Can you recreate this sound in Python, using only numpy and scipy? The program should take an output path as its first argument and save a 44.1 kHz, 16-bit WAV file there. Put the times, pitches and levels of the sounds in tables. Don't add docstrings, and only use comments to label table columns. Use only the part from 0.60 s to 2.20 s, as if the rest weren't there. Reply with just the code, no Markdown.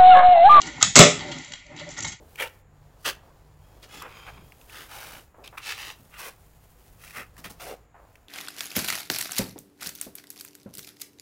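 import sys
import numpy as np
from scipy import signal
from scipy.fft import rfft, irfft
from scipy.io import wavfile
from scipy.ndimage import uniform_filter1d

SR = 44100
rng = np.random.default_rng(int(sys.argv[2]) if len(sys.argv) > 2 else 0)


def inscribe(sig):
    pcm = np.round(np.clip(np.atleast_2d(sig).T, -1, 1) * 32767)
    wavfile.write(sys.argv[1], SR, pcm.astype(np.int16))


def voltage_ratio(decibels):
    exponent = np.asarray(decibels, float) / 20
    return 10 ** exponent


N = 70560

# frequency in Hz, level in dB.
AIR_TONE = [(25, -20), (60, -6), (170, -31.5), (400, -39.5), (1600, -37), (2050, -15), (2900, -30.5),
            (5200, -53), (8000, -49)]
# time in seconds, level in dB.
ROLL_LOAD = [
    [(0.0, -42.5), (0.022, -45.5), (0.096, -40), (0.122, -54.5), (0.158, -48), (0.18, -38), (0.2, -41)],
    [(0.56, -44.5), (0.712, -40), (.81, -47), (.84, -57.5), (1.046, -71), (1.122, -48), (1.298, -47.5),
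     (1.35, -59), (1.408, -47), (1.532, -54), (1.6, -76)],
]
# time in seconds, level in dB.
AXLE_RATTLE = [
    [(0, -37.5), (.1, -42.5), (.2, -44)],
    [(.56, -43), (.76, -40), (.89, -45), (1.0, -50), (1.05, -58.5), (1.155, -56.5), (1.17, -48.5),
     (1.36, -46), (1.6, -48)],
]
# start in seconds, axle, truck and deck levels in dB.
TICKS = [(0.0163, -15.5, -19.5, -38), (.2026, -28, -34, -43), (0.5922, -34, -23.5, -14),
         (0.6729, -48, -36, -42), (0.7834, -28.5, -31, -35), (0.8463, -30, -34.5, -45),
         (0.9201, -28.5, -26, -21), (0.9355, -26, -23, -18), (1.0653, -42.5, -41, -45),
         (1.1638, -37, -35.5, -46), (1.29, -28.5, -60, -52), (1.316, -31.5, -61, -40),
         (1.3898, -30, -60, -44), (1.404, -18.5, -28.5, -32), (1.4249, -21, -25, -42),
         (1.449, -27, -34, -16.5), (1.48, -31, -29.5, -44), (1.5196, -50, -35, -37)]
# start and length in seconds, axle, truck and deck levels in dB.
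SCUFFS = [(0.051, .04, -26.5, -29.5, -24), (0.208, 0.02, -20.5, -22, -21), (.346, 0.0093, -40.5, -33, -26),
          (0.59, 0.033, -50, -28, -29), (.712, 0.02, -31.5, -27, -37), (1.16, 0.067, -34, -29.5, -31.5),
          (1.287, 0.062, -28.5, -41, -36.5), (1.363, 0.036, -25.5, -31.5, -24.5),
          (1.428, .01, -24, -52, -76), (1.442, .016, -24, -26.5, -21.5), (1.463, 0.035, -21.5, -48.5, -42),
          (1.515, 0.025, -32, -37, -68)]
# start and length in seconds, level in dB.
HUMS = [(0.074, 0.14, -53), (0.6, 0.11, -43.5), (0.669, .06, -39), (0.716, 0.088, -48),
        (0.858, 0.12, -56.5), (1.033, 0.089, -55), (1.094, 0.063, -45), (1.176, 0.079, -45),
        (1.251, 0.069, -45), (1.371, 0.042, -47), (1.438, 0.035, -41)]
# start and length in seconds, level in dB.
THUDS = [(0.166, 0.0085, -54), (.226, 0.0095, -26), (.25, 0.029, -29.5), (0.281, .02, -37.5),
         (0.331, .02, -46.5), (0.562, .05, -28), (0.699, 0.045, -44), (0.888, 0.026, -49),
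         (1.396, 0.0112, -40), (1.425, 0.018, -31), (1.473, 0.01, -32.5), (1.503, 0.0279, -40)]
# start in seconds, level in dB.
TAIL_HITS = [
    (0.2112, -19),
    (0.219, -20.5),
    (0.2264, -10.5),
    (0.2297, -12),
    (.245, -20),
    (0.271, -24.5),
]
# start in seconds, level in dB.
BOOMS = [
    (0.271, -29.5),
    (.295, -30.5),
    (.325, -38),
    (.358, -6.5),
    (1.52, -39.5),
]
# start in seconds, metal, deck and table levels in dB.
BLOWS = [(0.2266, 1, -25, -39), (0.2276, 2, -14.5, -47), (0.3557, 1.5, -12, -28), (0.3578, -14.5, -16, -20),
         (0.3617, 4.5, -2.5, -17.5), (.3645, 3.5, -4.5, -11), (.369, 1, -15, -10.5), (0.3742, -4, -9, -8.5),
         (.381, -1, -7.5, -18), (.389, 5.5, 4.5, -10), (0.3916, 16, 1.5, 3), (.398, -9, -4.5, -2.5),
         (.405, -1, -8, -10), (.414, -10.5, -2.5, -10.5), (.425, -7, -7.5, -14), (.436, -4, -7.5, -20)]
# start in seconds, level in dB.
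SLAPS = [
    (.364, -21),
    (.392, -0.5),
    (.399, 0.5),
    (.407, -3.5),
    (.418, -15),
]
# start in seconds, level in dB.
CLINKS = [
    (1.377, -36),
    (1.388, -19.5),
    (1.405, -27),
    (1.433, -25),
    (1.451, -23),
    (1.481, -17.5),
    (1.493, -27.5),
    (1.519, -29),
    (1.534, -39),
]

# frequency in Hz, level in dB, 60 dB decay in seconds.
DRUM_MODES = [(118, -9, 0.081), (156.4, 3.5, 0.093), (206, -11, 0.041), (256.8, -9, 0.21), (310, -1, 0.066),
              (377, -7, 0.066), (765, -10, 0.11), (943, -14, 0.11), (1030, -16.5, 0.029)]
PLY_MODES = [(871, -6.5, 0.02), (1260, -12, 0.014), (1422, -13.5, 0.087), (1843, -7.5, 0.033),
             (2008, -4, 0.036), (2183, -8.5, 0.028)]
AXLE_MODES = [(5350, -1.5, 0.0035), (5980, -6, 0.014), (6370, -4, 0.008), (6700, -4, 0.0065),
              (7160, -4, 0.022), (7520, -3, .008), (8000, -2, 0.0015)]
TRUCK_MODES = [(2880, -4, 0.01), (3267, -0.5, 0.011), (3500, -5, 0.0039), (3890, -2, 0.0083),
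               (4460, 1.5, 0.0041)]
LEG_MODES = [(86, 2.5, .09), (113, 1, 0.12), (148.3, -1.5, 0.16), (171, -6, 0.098), (197, 0, 0.069),
             (252, -3, 0.12)]
TAIL_MODES = [(1184, -5.5, 0.031), (1253, 0.5, 0.052), (1412, -4, 0.035), (1520, -9, 0.033)]
BOOM_MODES = [(175, 1, 0.089), (203, -0.5, 0.077), (118, -4.5, 0.09)]
METAL_MODES = [(3344, -1.5, 0.0046), (3990, 2, 0.0024), (4370, -3.5, 0.0016), (5155, -5.5, 0.0044),
               (5560, -11.5, 0.0078), (6250, -18.5, 0.0034), (6670, 5.5, 0.0085), (7630, 11.5, 0.002),
               (8610, 17, 0.013)]
DECK_MODES = [(820, -7, 0.0062), (1130, -2, 0.019), (1280, -7, 0.018), (1331, -4.5, 0.033),
              (1421, -16, 0.0031), (1850, -16, 0.011), (2004, -8.5, 0.026), (2180, -5, .015),
              (2197, -2, 0.012), (2500, 1.5, 0.0073)]
TABLE_MODES = [(125.6, -4, 0.1), (169, -1.5, 0.12), (215, -15.5, 0.077), (233, -3, .1), (272, -6.5, 0.1),
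               (372, -9.5, .08), (409, -3, 0.1), (481, -5.5, 0.089), (550, -6.5, 0.061), (588, -3.5, 0.088),
               (633, -7, 0.074), (649, -2, 0.06), (726, -9, .07), (885, -8, 0.048)]
PANEL_MODES = [(246, -5, 0.057), (414, 1.5, 0.089), (584.4, 0.5, 0.14), (600, -3, 0.034),
               (648, -0.5, 0.043)]
WASHER_MODES = [(6490, -4.5, 0.041), (6600, -2.5, .018), (7540, -4, 0.014)]
# frequency in Hz, 60 dB decay in seconds, level in dB.
ROOM_BANDS = [(150, 0.41, -11.5), (311, 0.29, -5), (614, 0.26, 0.5), (1200, 0.29, -1.5), (2240, 0.35, -1.5),
              (4000, 0.31, -2), (7000, 0.31, -4.5)]


def rms_one(x):
    return x / np.sqrt(np.mean(x ** 2) + 1e-20)


def high_pass(x, hz, order):
    return signal.sosfilt(signal.butter(order, hz, "high", fs=SR, output="sos"), x)


def ring(clicks, hz, t60):
    radius = voltage_ratio(-60 / (t60 * SR))
    angle = 2 * np.pi * hz / SR
    return signal.lfilter([0, np.sin(angle)], [1, -2 * radius * np.cos(angle), radius * radius], clicks + 1e-18)


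def strike(modes, s, db, chatter_s, count=4, swell=0):
    out = 0
    part = rng.random((len(s), count)) * (np.arange(count) > 0)
    when = s[:, None] + np.reshape(chatter_s, (-1, 1)) * part
    for hz, mode_db, t60 in modes:
        clicks = np.zeros(N)
        touch_db = db[:, None] + mode_db - 11 + 2.98 * rng.standard_normal(when.shape)
        size = voltage_ratio(touch_db) * rng.choice([-1, 1], when.shape)
        np.add.at(clicks, (when * SR).astype(int), size * np.sin(np.pi * part) ** swell)
        out = out + ring(clicks, hz, t60)
    return out


def knocks(events, bodies, offsets_db, chatter_s, count=4):
    s, *levels = np.transpose(events)
    counts = (4, 4, count)
    return [strike(modes, s, db + offset, chatter_s, count=n)
            for modes, db, offset, n in zip(bodies, levels, offsets_db, counts)]


def cracks(events):
    crack_db, crack_s, crack_hz = -10, 0.004, 1500
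    t = np.arange(N) / SR
    shape = 0
    for s, db, *_ in events:
        shape = shape + voltage_ratio(db + crack_db) * np.exp(-np.maximum(t - s, 0) / crack_s) * (t >= s)
    return shape * high_pass(rng.standard_normal(N), crack_hz, order=2)


def air():
    hz = np.arange(N // 2 + 1) * SR / N + 1
    f, db = np.transpose(AIR_TONE)
    tone = voltage_ratio(np.interp(np.log(hz), np.log(f), db))
    return voltage_ratio(-51.5) * rms_one(irfft(rfft(rng.standard_normal(N)) * tone, N))


def curve(spans, between_db=-61.5):
    in_air = [(.23, between_db), (.45, between_db)]
    s, db = np.transpose(list(spans[0]) + in_air + list(spans[1]))
    return voltage_ratio(np.interp(np.arange(N) / SR, s, db))


def grains(modes, per_s, spread_db):
    out = 0
    for hz, db, t60 in modes:
        hit = rng.random(N) < per_s / SR
        size = voltage_ratio(spread_db * np.minimum(rng.exponential(1, N), 4))
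        bumps = hit * size * rng.choice([-1, 1], N)
        out = out + voltage_ratio(db) * ring(bumps, hz, t60)
    return rms_one(out)


def rolling():
    roll_per_s, rattle_per_s = 1100, 1000
    drum = grains(DRUM_MODES[2:], 220.0, 1.3) + voltage_ratio(-5 + 3) * grains(PLY_MODES, roll_per_s, 2.7)
    buzz = voltage_ratio(-7) * grains(AXLE_MODES, rattle_per_s, 1.6)
    buzz = buzz + voltage_ratio(-9.5) * grains(PLY_MODES, rattle_per_s / 2, 2.2)
    buzz = buzz + voltage_ratio(-5.5) * grains(TRUCK_MODES, rattle_per_s, 0.84)
    whirr_hz, whirr_t60_s = 2140, 0.012
    buzz = buzz + voltage_ratio(-8) * rms_one(ring(rng.standard_normal(N), whirr_hz, whirr_t60_s))
    load = curve(ROLL_LOAD)
    bass = load ** 0.71 * voltage_ratio(-14.5) * grains(DRUM_MODES[:2], 200., 0.84)
    return bass + load * drum + curve(AXLE_RATTLE) * buzz


def ticks():
    bodies = (AXLE_MODES, TRUCK_MODES, PLY_MODES)
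    return sum(knocks(TICKS, bodies, (1, -0.5, -10), chatter_s=0.0036)) + voltage_ratio(-10.5) * cracks(TICKS)


def scuffs():
    s, length, *levels = np.transpose(SCUFFS)
    bodies = (AXLE_MODES, TRUCK_MODES, PLY_MODES)
    return sum(strike(modes, s, db, length, count=30, swell=0.94) for modes, db in zip(bodies, levels))


def hum():
    hum_hz, hum_t60_s = 591.6, 0.057
    t = np.arange(N) / SR
    swell = sum(voltage_ratio(db) * np.sin(np.pi * np.clip((t - s) / length, 0, 1)) ** 2 for s, length, db in HUMS)
    once = ring(rng.standard_normal(N), hum_hz, hum_t60_s)
    return swell * rms_one(ring(once, hum_hz, hum_t60_s))


def thuds():
    s, length, db = np.transpose(THUDS)
    return strike(LEG_MODES, s, db, length, count=4)


def tail():
    pairs = ((TAIL_MODES, TAIL_HITS), (BOOM_MODES, BOOMS))
    return sum(strike(modes, *np.transpose(hits), .002, count=2) for modes, hits in pairs)


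def blows():
    pop_s, landing_s = .0009, .0025
    chatter_s = np.where(np.array(BLOWS)[:, 0] < .3, pop_s, landing_s)
    return knocks(BLOWS, (METAL_MODES, DECK_MODES, TABLE_MODES), (-1.5, 0.5, 4.5), chatter_s, count=1)


def slaps():
    s, db = np.transpose(SLAPS)
    return strike(PANEL_MODES, s, db, .001, count=1)


def clinks():
    s, db = np.transpose(CLINKS)
    return strike(WASHER_MODES, s, db, .003, count=3)


def room(x):
    rise_s = 0.006
    t = np.arange(SR // 2) / SR
    hz = np.array(ROOM_BANDS)[:, 0]
    edges = np.r_[60, np.sqrt(hz[1:] * hz[:-1]), 12000]
    reverb = 0
    for (_, t60, db), low, high in zip(ROOM_BANDS, edges, edges[1:]):
        band_pass = signal.butter(2, [low, high], "band", fs=SR, output="sos")
        reverb = reverb + voltage_ratio(db - 60 * t / t60) * signal.sosfilt(band_pass, rng.standard_normal(len(t)))
    reverb = reverb * (1 - np.exp(-(t / rise_s) ** 2)) * 0.024
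    return signal.fftconvolve(x, reverb)[:N]


def scene():
    thin_hz = 700
    metal, deck, table = blows()
    hard = high_pass(metal + deck + cracks(BLOWS), thin_hz, order=2) + table + slaps()
    light = high_pass(ticks() + scuffs() + clinks(), thin_hz, order=2)
    reflections = room(hard + voltage_ratio(0.5) * light)
    board = hard + light + reflections + thuds() + hum() + rolling() + tail()
    return (high_pass(board, 89, order=4) + air())[None]


def low_pass(x):
    return signal.sosfilt(signal.butter(12, 16000, fs=SR, output="sos"), x)


def record(dry):
    mic_hz, top_hz, overload_cut_hz = 8800, 7510, 15800
    notch_hz, notch_width_hz, notch_depth = 1660, 115, .75
    x = dry - notch_depth * signal.lfilter(*signal.iirpeak(notch_hz, notch_hz / notch_width_hz, SR), dry)
    x = signal.sosfilt(signal.cheby2(20, 85, mic_hz, fs=SR, output="sos"), x)
    x = signal.sosfilt(signal.butter(4, top_hz, fs=SR, output="sos"), x)
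    knee = 7.
    x = 0.93 * x / (1 + np.abs(x) ** knee) ** (1 / knee)
    above = signal.butter(8, mic_hz, "high", fs=SR, output="sos")
    fizz = voltage_ratio(-19) * uniform_filter1d(x ** 4, size=130) * rng.standard_normal(x.shape)
    splatter_kept = 0.16
    x = x - (1 - splatter_kept) * signal.sosfiltfilt(above, x) + signal.sosfilt(above, fizz)
    x = signal.sosfilt(signal.cheby2(12, 40, overload_cut_hz + 500, fs=SR, output="sos"), x)
    fade_s = 0.058
    fade = np.clip((N - np.arange(N)) / (fade_s * SR), .4, 1)
    mix = np.clip(x, -1, 1) * fade
    return low_pass(mix)


dry = scene()
out = record(dry)
inscribe(out)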